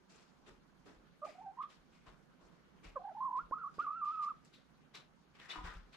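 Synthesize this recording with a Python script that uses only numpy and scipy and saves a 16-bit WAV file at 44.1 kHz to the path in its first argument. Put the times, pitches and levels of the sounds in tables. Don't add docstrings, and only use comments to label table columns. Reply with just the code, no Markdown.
import sys
import numpy as np
from scipy import signal
from scipy.fft import rfft, irfft, next_fast_len
from scipy.io import wavfile
from scipy.ndimage import uniform_filter1d

SR = 44100
rng = np.random.default_rng(int(sys.argv[2]) if len(sys.argv) > 2 else 0)


def unload_wav(signal):
    wavfile.write(
        sys.argv[1],
        SR,
        np.round(np.clip(np.atleast_2d(signal).T, -1, 1) * 32767).astype(np.int16),
    )


N = 262836
T = np.arange(N) / SR

# pitch_hz, likeness (left-right correlation)
STEREO_LIKENESS = [(60, 0.2), (180, 0.16), (530, 0.27), (1600, 0.21), (4770, -0.26), (14200, -4)]

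# pitch_hz, level_db (per Hz)
DRONE_SPECTRUM = [(59, -42), (100, -44.5), (142, 10.5), (179, 4.5), (395, -6), (770, -10), (836, -11.5),
                  (1190, -6.5), (1700, -15), (6710, -26.5), (9560, -46), (12300, -24.5), (14500, -48)]
# pitch_hz, left_over_right_db
DRONE_SIDE = [(60, 2), (240, -7), (920, -4.5), (3630, 4), (14200, -5.5)]
# pitch_hz, rms_level_db
HIGH_WHINE = [(6700, -101), (11100, -104.5)]
# pitch_hz, level_db (per Hz)
RUMBLE_SPECTRUM = [(18, 0), (30, -5), (55, 3.5), (85, -6.5), (120, -14)]
DRONE_RMS_DB, RUMBLE_MEAN_DB = -66.5, -81

# start_s, level_db, t60_s (near 2500 Hz),
# body_db (per two octaves below 2500 Hz), bright_db (per two octaves above), favoured_hz, favoured_db
SHUFFLES = [(0.097, -63, 0.93, 1.5, 7, 2540, -14), (0.465, -58, 0.33, 1.5, -1, 416, -5.5),
            (0.861, -60.5, 0.42, 6, 1.5, 410, -3.5), (1.25, -62.5, 0.54, 3.5, 9, 2400, -2.5),
            (1.288, -62, 0.18, 2.5, -10, 4830, -6), (1.62, -55, 0.19, -9, -26, 3400, -14),
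            (1.697, -58.5, 0.35, -7, 1, 3315, -19), (1.927, -67, 0.56, -9, -0.5, 2400, -10),
            (2.065, -58.5, 0.28, 1, -8, 1140, -3), (2.41, -70.5, 0.84, 10, 3.5, 1160, -5),
            (2.838, -58, 0.37, 5.5, 2.5, 2432, -5), (3.365, -60.5, 0.21, 5.5, -3.5, 2258, -13),
            (3.74, -65.5, 0.31, 5.5, 4, 4810, -11), (3.793, -57, 0.3, 3.5, -4.5, 2750, -11),
            (4.047, -59.5, 1, -23, -7, 2640, -15), (4.223, -57.5, 0.27, -11, 7, 2210, -8.5),
            (4.449, -67.5, 0.32, -21, 9, 7570, -27), (4.535, -58.5, 0.29, -48, -9, 3830, -7),
            (4.947, -46.5, 0.25, -5.5, -5.5, 3920, -11.5), (5.348, -59, 0.34, -4, -11.5, 2200, -13.5),
            (5.396, -54, 1, -14, -10.5, 1830, -7), (5.493, -41.5, 0.46, -9.5, -10.5, 3480, -26),
            (5.644, -46.5, 0.51, -9.5, -8.5, 1430, -6), (5.93, -51.5, 0.22, -10.5, -15, 4160, -15.5)]
# pitch_hz, level_db (per Hz)
STRAW_SPECTRUM = [(150, -38), (250, -5.5), (416, -4), (879, -10.5), (1150, -5.5), (1490, -8.5), (2280, -10),
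                  (6100, -14), (8000, -27), (14500, -52.5)]
# pitch_hz, left_over_right_db
STRAW_SIDE = [(60, 1.0), (240, -5), (920, 1.5), (3630, 5), (14200, -5)]
# start_s, level_db, pitch_hz
STALK_SNAPS = [(2.068, -60.5, 2570), (2.844, -61, 2700), (2.858, -53, 2300), (4.4496, -60.5, 7730),
               (4.948, -45.5, 3700), (4.9557, -46, 5600), (5.9325, -55, 2610)]
SWELL_S, DRAG_SHARE = .016, 0.064
CRACKLE_PER_S, CRACKLE_SPREAD_DB, CRACKLE_SHARE = 300, 3.8, 0.3

# start_s, level_db (before chance)
THUMPS = [(0.499, -62), (0.961, -61.5), (1.769, -66), (2.071, -58), (2.421, -64), (2.85, -52.5),
          (3.421, -60), (5.573, -48), (5.634, -42.5), (5.75, -48.5)]
# pitch_hz, level_db (before chance), t60_s
BOARD_MODES = [(23.4, -13, 0.36), (37.33, -1, 0.45), (52, -4.5, 0.3), (84, -6.5, .2), (172, -5, 0.35)]

# pitch_hz, level_db
THROAT = [(500, -3.5), (780, 1.5), (880, -4), (1035, 7), (1180, 8.5), (1225, 7), (1275, 2), (1400, -2),
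          (1700, -14), (2100, -33.5), (2700, -26), (4500, -53)]
# time_s, pitch_hz
TUNE = [
    [(1.218, 605), (1.23, 572), (1.243, 632), (1.2615, 590)],
    [(1.262, 790), (1.276, 814), (1.282, 656), (1.312, 624)],
    [(1.345, 717), (1.39, 762), (1.412, 797), (1.42, 893), (1.455, 831), (1.462, 766), (1.505, 788),
     (1.54, 953)],
    [(1.57, 944), (1.593, 1026), (1.608, 1165), (1.68, 1229)],
    [(2.957, 616.5), (2.972, 530), (2.988, 507)],
    [(2.99, 678), (3.003, 714), (3.032, 748.5)],
    [(3.036, 791), (3.066, 816), (3.09, 861), (3.105, 761), (3.135, 684)],
    [(3.147, 795), (3.178, 908), (3.195, 839), (3.214, 1024), (3.262, 1082), (3.295, 991), (3.335, 997),
     (3.38, 1023), (3.402, 1350), (3.435, 1412)],
    [(3.514, 794), (3.527, 1033), (3.542, 1249), (3.572, 1253), (3.585, 1383), (3.635, 1320), (3.647, 1116),
     (3.673, 1077), (3.68, 1335), (3.712, 1336)],
    [(3.787, 1109), (3.804, 1217), (3.828, 1469), (3.852, 1217), (3.875, 1124), (3.915, 1215), (3.96, 1382),
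     (4.01, 1345), (4.02, 1173), (4.108, 1215), (4.128, 1322), (4.19, 1270), (4.21, 1200), (4.282, 1190),
     (4.292, 1350), (4.313, 1230), (4.323, 1110)],
]
# effort_db, effort_change_db_per_s, opening_push_db, attack_s, release_s,
# warble_depth_hz, warble_start_turns, overtones_db
BREATH = [(-34, -250, -7, 0.026, 0.011, 3.2, 0.013, 1.5), (-51, -100, 1, 0.0082, 0.0081, 7.4, 0.009, -11),
          (-57.5, 59.5, -3, 0.012, 0.067, 6.7, 0.0091, -10.5), (-44, -100, -8, 0.012, 0.05, 70, 0.44, 5.5),
          (-35.5, -300, 0.7, 0.02, 0.02, 3.7, 0.014, 1.9), (-54, -100, -3, 0.0076, .01, 20, .01, -13),
          (-44.5, -32, 0.1, 0.018, 0.048, 54, .01, -4.5),
          (-46.5, 15.5, -3.5, 0.0051, 0.043, 29, 0.4, -10.5),
          (-47, -21, 7.5, 0.015, 0.034, 45, 0.009, -4.5), (-45.5, 0.5, 6.5, 0.012, 0.014, 13.5, 0.0084, 4)]
# time_s, flip_hz, dip_db, width_s (Gaussian sigma)
CATCHES = [(1.2453, 8, 4, .002), (1.374, 0, 20, .007), (1.44, 0, 6, .012), (1.63, 50, 12, .003),
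           (1.652, 0, 10, .003), (3.302, -190, 11, .004), (3.323, -170, 10, .003), (3.553, 90, 7, .003),
           (3.657, 220, 3, .003), (3.862, 220, 6, .003), (3.881, 110, 0, .003), (3.902, 140, 8, .003),
           (3.918, 90, 4, .002), (3.928, 80, 4, .002), (4.052, 90, 14, .0025), (4.257, 70, 10, .003)]
# start_s, level_db, ring_hz, t60_s
THROAT_POPS = [(3.511, -35.5, 597, 0.0074), (3.5143, -41.5, 420.3, 0.012), (3.783, -37, 464, 0.011)]
OVERTONE_STEP_DB = -8
QUAVER_HZ, QUAVER_SHARE, TREMOR_DB, FIRM_DB = 60, .03, 3, -44
PUSH_S, EDGE_DB, WARBLE_PER_S = 0.028, 20, 48.0
HEN_LEAN_DB, HEN_LAG_S, BOOM_LAG_S = -4, .00006, 0.00027

# start_s, level_db, bright_db (per octave from the third mode)
LATCH_CLINKS = [(5.4974, -31.5, 3), (5.512, -34, 8), (5.535, -43, -3)]
# pitch_hz, level_db, t60_s
LATCH_MODES = [(2008, -11, .1), (2536, -14, .12), (2934, -12, .2), (3526, -2, .12), (3715, -9, .07),
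               (3973, -9, .06), (4296, -11, .12)]
# start_s, level_db, bright_db (per octave from the third mode)
DOOR_KNOCKS = [(5.5555, -29, 1), (5.584, -38, 2), (5.608, -49, -7), (5.658, -44, 20), (5.672, -38.5, 11),
               (5.705, -53, 7)]
# pitch_hz, level_db, t60_s
DOOR_MODES = [(310, -14, .08), (750, -12, .04), (997, 0, .04), (1110, -8, .03), (1243, -7, .04),
              (1420, -11, .035), (1900, -15, .03)]

COOP_T60_S, WALL_CUT_HZ, HEN_ROOM_DB, DOOR_ROOM_DB = 0.32, 3200, -22, -7.5
CUTOFF_HZ = 15300


def from_db(db):
    return 10 ** (np.asarray(db) / 20)


def rms_one(x):
    return x / np.sqrt(np.mean(x ** 2) + 1e-20)


def at_hz(points, hz):
    table = np.array(points)
    return np.interp(np.log(hz), np.log(table[:, 0]), table[:, 1])


def impulse(s):
    return np.arange(N) == round(s * SR)


def drift(rate_hz):
    r = np.exp(-40 * np.pi * rate_hz / SR)
    white = rng.standard_normal(N // 20 + 4002)
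    slow = signal.lfilter([1], [1, -2 * r, r * r], white)[4000:]
    return np.interp(np.arange(N) / 20, np.arange(len(slow)), rms_one(slow))


def lean(db):
    return from_db([[db / 2], [-db / 2]])


def ring(clicks, hz, t60):
    r = from_db(-60 / (max(t60, .005) * SR))
    w = 2 * np.pi * hz / SR
    return signal.lfilter([0, np.sin(w)], [1, -2 * r * np.cos(w), r * r], clicks + 1e-18)


def bands(low_hz, count, likeness=STEREO_LIKENESS):
    edges = low_hz * 2 ** (np.arange(count + 1) / 2)
    white = rng.standard_normal((2, 2, N + 8000))
    for k, (low, high) in enumerate(zip(edges, edges[1:])):
        band_pass = signal.butter(2, [low, high], "band", fs=SR, output="sos")
        mid, side = signal.sosfilt(band_pass, white[k % 2])[:, 8000:]
        hz = np.sqrt(low * high)
        alike = np.clip(at_hz(likeness, hz), 0, 1)
        yield hz, np.sqrt(1 + alike) * mid + np.sqrt(1 - alike) * side * [[1], [-1]]


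def drone():
    together = drift(1.0)
    noise = 0
    for hz, band in bands(99.7, count=15):
        level_db = at_hz(DRONE_SPECTRUM, hz) + 0.57 * together + 1.8 * drift(15)
        noise = noise + from_db(level_db) * lean(at_hz(DRONE_SIDE, hz)) * band
    whine = 0
    for hz, rms_db in HIGH_WHINE:
        whine = whine + np.sqrt(2) * from_db(rms_db + 1.9 * drift(5.9)) * np.sin(2 * np.pi * hz * T)
    return from_db(DRONE_RMS_DB) * rms_one(noise) + whine


def rumble():
    noise = 0
    for hz, band in bands(17, count=6, likeness=[(30, 1.0), (120, 0.45)]):
        noise = noise + from_db(at_hz(RUMBLE_SPECTRUM, hz)) * band
    return from_db(RUMBLE_MEAN_DB + 2.0 * drift(2.3)) * rms_one(noise)


def crackle():
    sizes = from_db(CRACKLE_SPREAD_DB * np.minimum(rng.exponential(1, N), 4))
    gives = sizes * (rng.random(N) < CRACKLE_PER_S / SR)
    r = np.exp(-1 / (0.00065 * SR))
    return rms_one(1 + CRACKLE_SHARE * signal.lfilter([1], [1, -r], gives + 1e-18))


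def swell(s, t60):
    at = round((s - SWELL_S) * SR)
    age = T[:min(SR // 2, N - at)]
    dying_s = np.maximum(age - SWELL_S - DRAG_SHARE * t60, 0)
    rise = np.clip(age / (1.31 * SWELL_S), 0, 1) ** 2
    return at, from_db(-60 * dying_s / max(t60, .02)) * rise


def straw():
    out, grain = np.zeros((2, N)), crackle()
    for hz, band in bands(242.6, count=12):
        power, octaves = np.zeros(N), np.log2(hz / 2500)
        for s, level_db, t60, body_db, bright_db, _, _ in SHUFFLES:
            at, shape = swell(s, t60 * (max(hz, 900) / 2500) ** -.2)
            colour_db = body_db * max(-octaves, 0) / 2 + bright_db * max(octaves, 0) / 2
            power[at:at + len(shape)] += (from_db(level_db + colour_db) * shape) ** 2
        spectrum = from_db(at_hz(STRAW_SPECTRUM, hz) - at_hz(STRAW_SPECTRUM, 3400) - 4.0)
        flicker = from_db(2.0 * drift(32))
        out += spectrum * lean(at_hz(STRAW_SIDE, hz)) * np.sqrt(power) * flicker * band
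    for s, level_db, t60, _, _, favoured_hz, favoured_db in SHUFFLES:
        at, shape = swell(s, t60)
        common, own = rng.standard_normal(SR // 2), rng.standard_normal((2, SR // 2))
        rung = ring(common + .7 * own, favoured_hz, 7 / favoured_hz)
        favoured = rms_one(rung)[:, :len(shape)]
        out[:, at:at + len(shape)] += from_db(level_db + favoured_db) * lean(3.3) * shape * favoured
    return grain * out


def booms():
    at, out = [round(s * SR) for s, _ in THUMPS], np.zeros(N)
    thump_db = np.array(THUMPS)[:, 1]
    chance = rng.standard_normal((len(at), len(BOARD_MODES), 2))
    soft_push = np.hanning(260) / 130
    for k, (hz, mode_db, t60) in enumerate(BOARD_MODES):
        pushes = np.zeros(N)
        strength = from_db(thump_db + mode_db + 1.7 * chance[:, k, 0])
        pushes[at] = strength * np.sign(chance[:, k, 1])
        out += ring(np.convolve(pushes, soft_push)[:N], hz, t60)
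    return out


def sung():
    effort_db, rich_db = np.full(N, -140.), np.zeros(N)
    aimed = np.interp(T, *np.concatenate(TUNE).T)
    for note, breath in zip(TUNE, BREATH):
        db, db_per_s, push_db, attack_s, release_s, warble_hz, turns, overtones_db = breath
        start, end = note[0][0], note[-1][0]
        on = slice(round(start * SR), round(end * SR))
        age = T[on] - start
        attack = np.clip(1 - age / max(attack_s, .002), 0, 1) ** 2
        release = np.clip(1 - (end - T[on]) / max(release_s, .008), 0, 1) ** 2
        push = push_db * np.exp(-(age / PUSH_S) ** 2)
        effort_db[on] = db + db_per_s * age + push - EDGE_DB * (attack + release)
        rich_db[on] = overtones_db
        aimed[on] -= warble_hz * np.cos(2 * np.pi * (WARBLE_PER_S * age + turns))
    for s, flip_hz, dip_db, width_s in CATCHES:
        catch = np.exp(-.5 * ((T - s) / width_s) ** 2)
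        aimed += flip_hz * catch
        effort_db -= dip_db * catch
    return aimed, effort_db, rich_db


def hen():
    aimed, effort_db, rich_db = sung()
    aimed = uniform_filter1d(aimed, size=150)
    throat_db = at_hz(THROAT, aimed)
    overtone_db = OVERTONE_STEP_DB + rich_db
    gain = uniform_filter1d(from_db(effort_db + throat_db), size=120)
    loudest = gain * (1 + from_db(overtone_db + at_hz(THROAT, 2 * aimed) - throat_db))
    slack = 1 / (1 + loudest / from_db(FIRM_DB))
    pitch = aimed * (1 + QUAVER_SHARE * slack * drift(QUAVER_HZ))
    gain = gain * from_db(TREMOR_DB * slack * drift(43))
    phase = 2 * np.pi * np.cumsum(pitch) / SR
    tone = 0
    for k in (1, 2, 3):
        partial_db = overtone_db * (k - 1) + at_hz(THROAT, k * pitch) - throat_db
        hoarse = 1 if k == 1 else 1 + .55 * slack * drift(80)
        tone = tone + from_db(partial_db) * hoarse * np.sin(k * phase)
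    out = np.sqrt(2) * gain * tone
    soft = np.hanning(24) / 12
    for s, level_db, hz, t60 in THROAT_POPS:
        click = np.convolve(from_db(level_db) * impulse(s), soft)[:N]
        out += ring(click, hz, t60) + 0.2 * ring(click, 1400, 0.05)
    return out


def snaps():
    ticks = 0
    for s, level_db, hz in STALK_SNAPS:
        click = from_db(level_db) * impulse(s)
        ticks = ticks + ring(click, hz, .007) + .6 * ring(click, .66 * hz, .008)
    return ticks * lean(2.4)


def struck(blows, modes, chatter_s, trim_db):
    out, length = np.zeros(N), round(chatter_s * SR)
    for hz, mode_db, t60 in modes:
        drive = np.zeros(N)
        octaves = np.log2(hz / modes[2][0])
        for s, blow_db, bright_db in blows:
            at = round((s - chatter_s / 4) * SR)
            in_step = 2 * np.sin(2 * np.pi * (hz * T[:length] + rng.random())) / length
            rough = .5 * rng.standard_normal(length) / np.sqrt(length)
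            strength = from_db(blow_db + mode_db + trim_db + bright_db * octaves)
            drive[at:at + length] += (in_step + rough) * np.hanning(length) * strength
        out += ring(drive, hz, t60)
    return out


def latch_and_door():
    latch = struck(LATCH_CLINKS, LATCH_MODES, chatter_s=0.015, trim_db=-6.5)
    return latch + struck(DOOR_KNOCKS, DOOR_MODES, chatter_s=0.01194, trim_db=-0.59)


def coop(x):
    size = next_fast_len(N + SR)
    w = 2 * np.pi * np.arange(size // 2 + 1) / size
    dull = 1 / (1 + 1j * w * SR / (2 * np.pi * WALL_CUT_HZ))
    walls = np.zeros((2, len(w)), complex)
    for k, lag in enumerate(rng.uniform(.008, 0.028, 16) * SR):
        loop = from_db(-60 * lag / SR / COOP_T60_S) * dull * np.exp(-1j * w * lag)
        walls[k % 2] += loop / (1 - loop) * (-1) ** (k // 2)
    return irfft(rfft(x, size) * walls, size)[:, :N]


def scene():
    voice, door, boom = hen(), latch_and_door(), booms()
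    hen_lr = np.array([np.interp(T - HEN_LAG_S, T, voice), voice]) * lean(HEN_LEAN_DB)
    boom_lr = np.array([boom, np.interp(T - BOOM_LAG_S, T, boom)]) * lean(1.5)
    room = coop(from_db(HEN_ROOM_DB) * voice + from_db(DOOR_ROOM_DB) * door)
    near = hen_lr + door * lean(5.5) + straw() + snaps() + boom_lr
    return near + room + drone() + rumble()


def record(dry):
    return signal.sosfilt(signal.cheby2(12, 50, CUTOFF_HZ, fs=SR, output="sos"), dry)


dry = scene()
out = record(dry)
unload_wav(out)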